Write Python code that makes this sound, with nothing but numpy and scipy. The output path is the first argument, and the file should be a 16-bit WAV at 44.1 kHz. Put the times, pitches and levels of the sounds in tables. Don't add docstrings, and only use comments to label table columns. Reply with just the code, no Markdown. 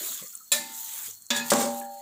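import sys
import numpy as np
from scipy import signal
from scipy.fft import rfft, irfft
from scipy.io import wavfile
from scipy.ndimage import uniform_filter1d

SR = 44100
rng = np.random.default_rng(int(sys.argv[2]) if len(sys.argv) > 2 else 0)


def int16_out(signal):
    q = np.round(np.clip(np.atleast_2d(signal).T, -1, 1) * 32767)
    wavfile.write(sys.argv[1], SR, q.astype(np.int16))


def gain_from_db(level_db):
    decades = np.asarray(level_db, float) / 20
    return 10 ** decades


N = 88817

# (t/s, ring level/dB, crash level/dB, crash t60/s, contact/s)
KNOCK_EVENTS = [
    (0.5176, -27, -17.5, 0.25, 0.0052),
    (1.3039, -25.5, -18.5, 0.075, 0.00065),
    (1.5185, -20.5, -22, 0.53, 0.00264),
]
# (start/s, rise/s, t60/s, grit level/dB, pot ring level/dB)
SCRAPE_EVENTS = [
    (1.336, 0.037, 0.15, -28, -32),
    (1.501, 0.0018, 0.18, -19, -56),
    (1.534, 0.0018, 0.014, -16, -32.5),
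    (1.547, 0.064, 0.33, -26, -29.5),
]
BASE_MODE_HZ = [238, 576, 797, 899, 1408, 1676, 1874, 2525, 3434, 3610, 3919, 965, 6900, 1740]
# (level/dB, t60/s, build-up/s)
BASE_MODES = [(-4, 0.23, .015), (-10.5, 0.6, 0.0083), (-17.5, 2, 0.078), (-16, 1.6, 0.022),
              (-22, 1.08, 0.16), (-7.5, .5, 0.011), (-19.5, 0.64, 0.11), (-9.5, 0.22, 0.0029),
              (4, 0.12, 0.00081), (-3, 0.14, 0.0042), (-6.5, 0.21, .004), (-17, 1.35, 0.014),
              (3, 0.042, 0.0014), (-11.5, 0.53, .015)]
WALL_MODE_HZ = [227, 262, 354, 452, 555, 576, 798, 822, 899, 969, 1113, 1258, 1600, 1017]
# (level/dB, t60/s, build-up/s)
WALL_MODES = [(-3, 0.27, 0.011), (-9, 0.25, 0.018), (-11, 0.27, 0.007), (-11, .3, 0.0072),
              (-3, 0.069, 0.0039), (0.5, 0.069, 0.0087), (-10, 2.17, 0.064), (-12, 0.49, 0.0043),
              (-25, 1.82, 0.055), (-26, 0.98, 0.056), (-2.5, 0.057, 0.0027), (-25, .13, 0.0032),
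              (-4, 0.086, 0.0028), (-15, 0.5, 0.0046)]


def evened(x):
    return x / np.sqrt(np.mean(x ** 2) + 1e-20)


def colour(x, points):
    f_hz, level_db = np.transpose(points)
    bin_hz = np.fft.rfftfreq(len(x), 1 / SR)
    gain = gain_from_db(np.interp(np.log(bin_hz + 1), np.log(f_hz), level_db))
    return evened(irfft(rfft(x) * gain, len(x)))


def add(mix, start_s, sound):
    part = mix[round(start_s * SR):][:len(sound)]
    part += sound[:len(part)]


def ring(x, hz, t60_s):
    radius = np.exp(-np.log(1000) / (max(t60_s, .002) * SR))
    w = 2 * np.pi * hz / SR
    return signal.lfilter([np.sin(w)], [1, -2 * radius * np.cos(w), radius * radius], x)


def body(push, pitches_hz, modes):
    total = 0
    for hz, (level_db, t60_s, rise_s) in zip(pitches_hz, modes):
        tone = ring(ring(push, hz, t60_s), hz, 3 * rise_s)
        total = total + gain_from_db(level_db) * tone / abs(tone).max()
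    return total


def crackle(per_s, spread_db, hiss):
    struck = rng.random(N) < per_s / SR
    size = gain_from_db(spread_db * np.minimum(rng.exponential(1, N), 4)) * struck
    bursts = signal.lfilter([1], [1, -.93], size) * rng.standard_normal(N)
    flicker = evened(uniform_filter1d(rng.standard_normal(N), size=500))
    return (evened(bursts) + hiss * rng.standard_normal(N)) * gain_from_db(1.1 * flicker)


def patchy(x, patch_db, lump_db):
    z = signal.stft(x, nperseg=512)[2]
    drift = uniform_filter1d(rng.standard_normal(z.shape), size=6, axis=0)
    drift = evened(uniform_filter1d(drift, size=10, axis=1))
    lumps = evened(uniform_filter1d(rng.standard_normal((len(z), 1)), size=2, axis=0))
    z = z * gain_from_db(patch_db * drift + lump_db * lumps)
    return evened(signal.istft(z, nperseg=512)[1][:len(x)])


def stove():
    centre_hz, width_hz, level_db = 4310, 340, -62.5
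    edges_hz = [centre_hz - width_hz / 2, centre_hz + width_hz / 2]
    band = signal.butter(5, edges_hz, "band", fs=SR, output="sos")
    hiss = evened(signal.sosfilt(band, rng.standard_normal(N)))
    waver = evened(uniform_filter1d(rng.standard_normal(N), size=2500))
    return hiss * gain_from_db(level_db + 2 * waver)


def sizzle():
    # (t/s, sizzle level/dB, wet slide level re sizzle/dB)
    bared_metal = [(0, -33, -0.5), (.06, -30, -2), (.2, -36, -1.5), (0.241, -42, -4.5), (0.342, -42.5, -11),
                   (.44, -49, -15), (.52, -53.5, -5), (.68, -44, 3), (.76, -37, -4.5), (.95, -35.5, -0.5),
                   (1.074, -34.5, -2), (1.17, -49.5, -9.5), (1.3, -53, -18), (1.48, -35.5, 0),
                   (1.7, -46.5, 2.5), (1.78, -38.5, -3.5), (1.88, -51.5, -7), (2.02, -48.5, -5.5)]
    # (f/Hz, level/dB)
    fizz_spectrum = [(3000, -86), (5300, -9), (5900, -5.5), (7400, 3), (9000, -5), (11500, -7),
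                     (14500, 1.5), (16500, -3.5)]
    # (f/Hz, level/dB)
    slide_spectrum = [(60, -65), (200, -15.5), (600, -17.5), (1200, -6), (2500, -6.5), (3600, 0.5),
                      (5000, -5), (8000, -52)]
    at_s, level_db, slide_db = np.transpose(bared_metal)
    t = np.arange(N) / SR
    fizz = colour(patchy(crackle(2500, 4.6, 1.3), 2.2, 1.5), fizz_spectrum)
    slide = colour(patchy(crackle(1100, 3.2, 1.6), 2.4, .6), slide_spectrum)
    slide_gain = gain_from_db(np.interp(t, at_s, slide_db) - 10.5)
    return gain_from_db(np.interp(t, at_s, level_db)) * (fizz + slide_gain * slide)


def spits():
    # (t/s, peak level/dB, f/Hz)
    spits_ticks = [(.2384, -29, 13500), (.257, -35, 6500), (.2723, -31, 6000), (.2947, -35, 7200),
                   (.313, -34, 14000), (.326, -33, 6500), (.336, -31, 14200), (.3521, -20, 8800),
                   (.3542, -24, 8500), (.375, -33, 6900), (.48, -39, 14000), (.9373, -24, 7600),
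                   (1.035, -29, 7400), (1.055, -28, 7000), (1.1089, -26, 7100), (1.112, -29, 7100),
                   (1.1348, -32, 7100), (1.15, -35, 6700), (1.1782, -39, 14500), (1.2216, -35, 7600),
                   (1.2655, -32, 7500), (1.49, -29, 8000), (1.5035, -22, 11000), (1.506, -23, 12500),
                   (1.519, -23, 11500), (1.536, -21, 11500), (1.365, -27, 12500), (.5185, -20, 12000),
                   (1.305, -23, 12500), (1.813, -42, 2000), (1.662, -25, 8000), (1.7459, -28, 11000),
                   (1.788, -29, 10000), (1.798, -27, 10000), (1.801, -28, 7600), (1.826, -32, 8500)]
    out, t = np.zeros(N), np.arange(700) / SR
    for start_s, peak_db, hz in spits_ticks:
        puff = np.diff(rng.standard_normal(700) * gain_from_db(-60 * t / .009))
        band = signal.butter(3, [.8 * hz, min(1.2 * hz, 17000)], "band", fs=SR, output="sos")
        puff = evened(signal.sosfilt(band, puff)) + .15 * evened(puff)
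        add(out, start_s, gain_from_db(peak_db - 1.5) * puff / abs(puff).max())
    return out


def plops():
    # (t/s, peak level/dB, f/Hz, t60/s)
    damped_tones = [(0.00187, -42.5, 370, 0.33), (0.00374, -44.5, 650, 0.24), (.07, -49, 670, 0.34),
                    (0.63, -58, 67, .5), (.59, -40.5, 287, 0.38), (1.72, -49.5, 310, .4),
                    (0.21, -42.5, 183, 0.15), (0.22, -41, 510, 0.1), (.224, -50, 1150, 0.09),
                    (0.19, -47, 1160, 0.14), (0.33, -55, 1360, .12), (0.223, -46, 2060, 0.15),
                    (0.34, -61, 1324, 0.27), (0.4, -52, 1300, 0.16), (0.942, -69, 570, 0.055),
                    (1.12, -50, 65, 0.62), (1.075, -50.5, 430, 0.11), (1.813, -45.5, 1700, 0.38),
                    (1.8, -46.5, 360, 0.12), (1.5, -28, 98, .2), (0.1, -50, 260, 0.32),
                    (1.35, -38, 170, 0.81)]
    out, t = np.zeros(N), np.arange(SR // 2) / SR
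    onset = np.minimum(t / 0.00043, 1)
    for start_s, peak_db, hz, t60_s in damped_tones:
        push = rng.standard_normal(len(t)) * gain_from_db(-60 * t / t60_s) * onset
        tone = ring(ring(push, hz, .01), hz, .012 + 3 / hz)
        add(out, start_s, gain_from_db(peak_db) * tone / abs(tone).max())
    return out


def touches():
    # (t/s, f/Hz)
    touch_times = [(.5185, 1748), (.5185, 2370), (.5185, 1410), (.5185, 2640), (.575, 1782), (.553, 590),
                   (.6, 2540), (1.357, 1678), (1.345, 3740), (1.4, 2525), (1.39, 4134), (1.5183, 900),
                   (1.56, 238), (1.615, 238), (1.545, 576), (1.625, 576), (1.72, 576), (1.59, 452),
                   (1.812, 1710), (.222, 1080), (.25, 1200), (.405, 1290), (1.04, 105), (1.38, 238),
                   (.935, 530), (.68, 1400)]
    # (level/dB, t60/s, build-up/s)
    touch_tones = [(-42, 0.61, .002), (-40, 0.4, .002), (-49.5, 0.44, 0.0015), (-49, 0.19, 0.0018),
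                   (-35, .1, 0.0046), (-31, .1, .004), (-45.5, .2, 0.0071), (-31.5, 0.39, 0.0024),
                   (-29, 0.078, 0.0035), (-33.5, 0.08, .012), (-41, 0.19, .008), (-9.5, 0.005, 0.00026),
                   (-22.5, 0.12, 0.012), (-30.5, .55, 0.029), (-23, 0.144, 0.012), (-28, 0.24, 0.073),
                   (-44.5, 2.3, 0.039), (-33, 0.22, 0.013), (-52, 0.17, 0.0009), (-53.5, 0.096, .004),
                   (-54, 0.085, 0.0068), (-57, .1, 0.0017), (-50.5, 0.58, 0.016), (-40, 0.49, 0.014),
                   (-60, 0.062, 0.004), (-59, 0.42, .02)]
    flutter_db = 2.5
    out, t = np.zeros(N), np.arange(SR // 2) / SR
    for (start_s, hz), (level_db, t60_s, rise_s) in zip(touch_times, touch_tones):
        swell = gain_from_db(-60 * t / t60_s) * (1 - np.exp(-t / rise_s)) ** 2
        drift = uniform_filter1d(rng.standard_normal(len(t)), size=300)
        drift = evened(uniform_filter1d(drift, size=300))
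        waver = gain_from_db(flutter_db * min(hz / 1500, 1) * drift)
        tone = np.sin(2 * np.pi * hz * (t + round(start_s * SR) / SR))
        add(out, start_s, gain_from_db(level_db) * swell / swell.max() * waver * tone)
    return out


def scrapes():
    # (f/Hz, level/dB)
    grit_spectrum = [(100, -34), (800, -31), (2000, -5.5), (4500, -2), (6200, -0.5), (7500, 6.5),
                     (11000, -7), (16500, -4.5)]
    grit = colour(patchy(crackle(1800, 2.5, 1.6), 1.8, 2.2), grit_spectrum)
    drive, out = rng.standard_normal(N), np.zeros(N)
    t = np.arange(N) / SR
    pitch_sets = [BASE_MODE_HZ] + 3 * [WALL_MODE_HZ]
    mode_sets = [BASE_MODES] + 3 * [WALL_MODES]
    for event, pitches_hz, modes in zip(SCRAPE_EVENTS, pitch_sets, mode_sets):
        start_s, rise_s, t60_s, grit_db, pot_db = event
        stroke = np.clip((t - start_s) / rise_s, 0, 1)
        stroke = stroke * gain_from_db(-60 * np.maximum(t - start_s - rise_s, 0) / t60_s)
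        damped = [(db, min(mode_t60_s, .25), build_s) for db, mode_t60_s, build_s in modes]
        out += gain_from_db(grit_db) * stroke * grit
        out += gain_from_db(pot_db) * body(stroke * drive, pitches_hz, damped)
    return out


def knocks():
    rim_mode_hz = [236, 573, 798, 897, 1782, 2079, 2510, 3430, 3912, 4134, 5120, 1050, 7340, 9940]
    # (level/dB, t60/s, build-up/s)
    rim_modes = [(-19, 0.65, 0.042), (-8.5, 0.35, 0.0023), (-23.5, 1, 0.1), (-19, 1.95, 0.048),
                 (-4, 0.38, .002), (-19, 0.64, 0.067), (-1, 0.057, 0.0015), (1, 0.13, 0.0021),
                 (0.5, 0.2, 0.0032), (-15, .2, .003), (-1.5, .1, .003), (-15.5, 0.036, 0.0026),
                 (7, 0.11, 0.0018), (4, 0.092, 0.0033)]
    # (f/Hz, level/dB)
    crash_spectra = [
        [(200, -14), (800, -15.5), (2900, -10), (3700, -1), (5700, -6.5), (7400, 1.5), (11000, -10),
         (16500, -4)],
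        [(100, 1), (500, -6.5), (1500, -5), (3500, 0), (5500, -2.5), (7000, -2), (11000, -21), (16500, -8)],
        [(100, 8), (500, 10), (1200, 8), (2500, -6.5), (5000, -6.5), (7400, 3), (11000, -29), (16500, -32)],
    ]
    tail_db, tail_t60_s = -6.5, 0.51
    bass_hz, bass_rise_s = 457, 0.043
    smother_s, smother_db_per_s = 1.04, 110
    out, t = np.zeros(N), np.arange(SR * 3 // 2) / SR
    u = t[:SR // 2, None]
    small_hz = 300 + 15500 * rng.random(260) ** 1.5
    small_t60_s = tail_t60_s * np.exp(0.16 * rng.standard_normal(260))
    bass_filter = signal.butter(2, bass_hz, fs=SR, output="sos")
    pitch_sets = rim_mode_hz, BASE_MODE_HZ, WALL_MODE_HZ
    mode_sets = rim_modes, BASE_MODES, WALL_MODES
    for event, pitches_hz, modes, spectrum in zip(KNOCK_EVENTS, pitch_sets, mode_sets, crash_spectra):
        start_s, ring_db, crash_db, t60_s, contact_s = event
        chatter = rng.standard_normal(len(t)) * np.exp(-t / contact_s)
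        push = (t == 0) + 0.22 * chatter / np.sqrt(contact_s * SR / 20)

        crash = colour(rng.standard_normal(len(t)), spectrum)
        crash = crash * gain_from_db(-60 * t / t60_s) * np.minimum(t / 0.00069, 1)

        f_hz, level_db = np.transpose(spectrum)
        height_db = np.interp(np.log(small_hz), np.log(f_hz), level_db)
        height = gain_from_db(height_db + 1.74 * rng.standard_normal(260))
        small = np.sin(2 * np.pi * (small_hz * u + rng.random(260))) * gain_from_db(-60 * u / small_t60_s)
        thicket = small @ height / np.linalg.norm(height) * np.minimum(u[:, 0] / 0.00067, 1)
        add(crash, 0, gain_from_db(tail_db) * thicket)

        bass = signal.sosfiltfilt(bass_filter, np.pad(crash, (2000, 0)))[2000:]
        crash = crash - bass * np.exp(-t / bass_rise_s)
        covered_s = np.maximum(start_s + t - smother_s, 0) * (start_s < smother_s)
        pot = body(push, pitches_hz, modes) * gain_from_db(-smother_db_per_s * covered_s)
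        add(out, start_s, gain_from_db(ring_db) * pot + gain_from_db(crash_db) * crash)
    return out


def scene():
    return (stove() + sizzle() + spits() + plops() + touches() + scrapes() + knocks())[None]


def band_limit(x):
    return signal.sosfilt(signal.butter(12, 16800, fs=SR, output="sos"), x)


def record(dry):
    # (f/Hz, level/dB)
    noise_spectrum = [(25, 1), (110, -4), (220, 6), (400, -8), (900, -6), (1400, -2.5), (2500, -15),
                      (5000, -34)]
    noise_db, edge_hz, top_db = -72.5, 15560, -34
    cut = signal.sosfilt(signal.butter(4, 150, "high", fs=SR, output="sos"), dry)
    cut = cut + gain_from_db(noise_db) * colour(rng.standard_normal(N), noise_spectrum)
    lowpass = signal.firwin(801, edge_hz, window=("kaiser", 10), fs=SR)
    low = signal.oaconvolve(cut, lowpass[None], "same")
    t = np.arange(N) / SR
    attacks_s = [row[0] for row in KNOCK_EVENTS] + [SCRAPE_EVENTS[1][0]]
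    attack = sum(abs(t - s - .002) < .004 for s in attacks_s)
    top_gain = gain_from_db(top_db) * uniform_filter1d(1. * attack, size=150)
    return band_limit(low + top_gain * (cut - low))


dry = scene()
out = record(dry)
int16_out(out)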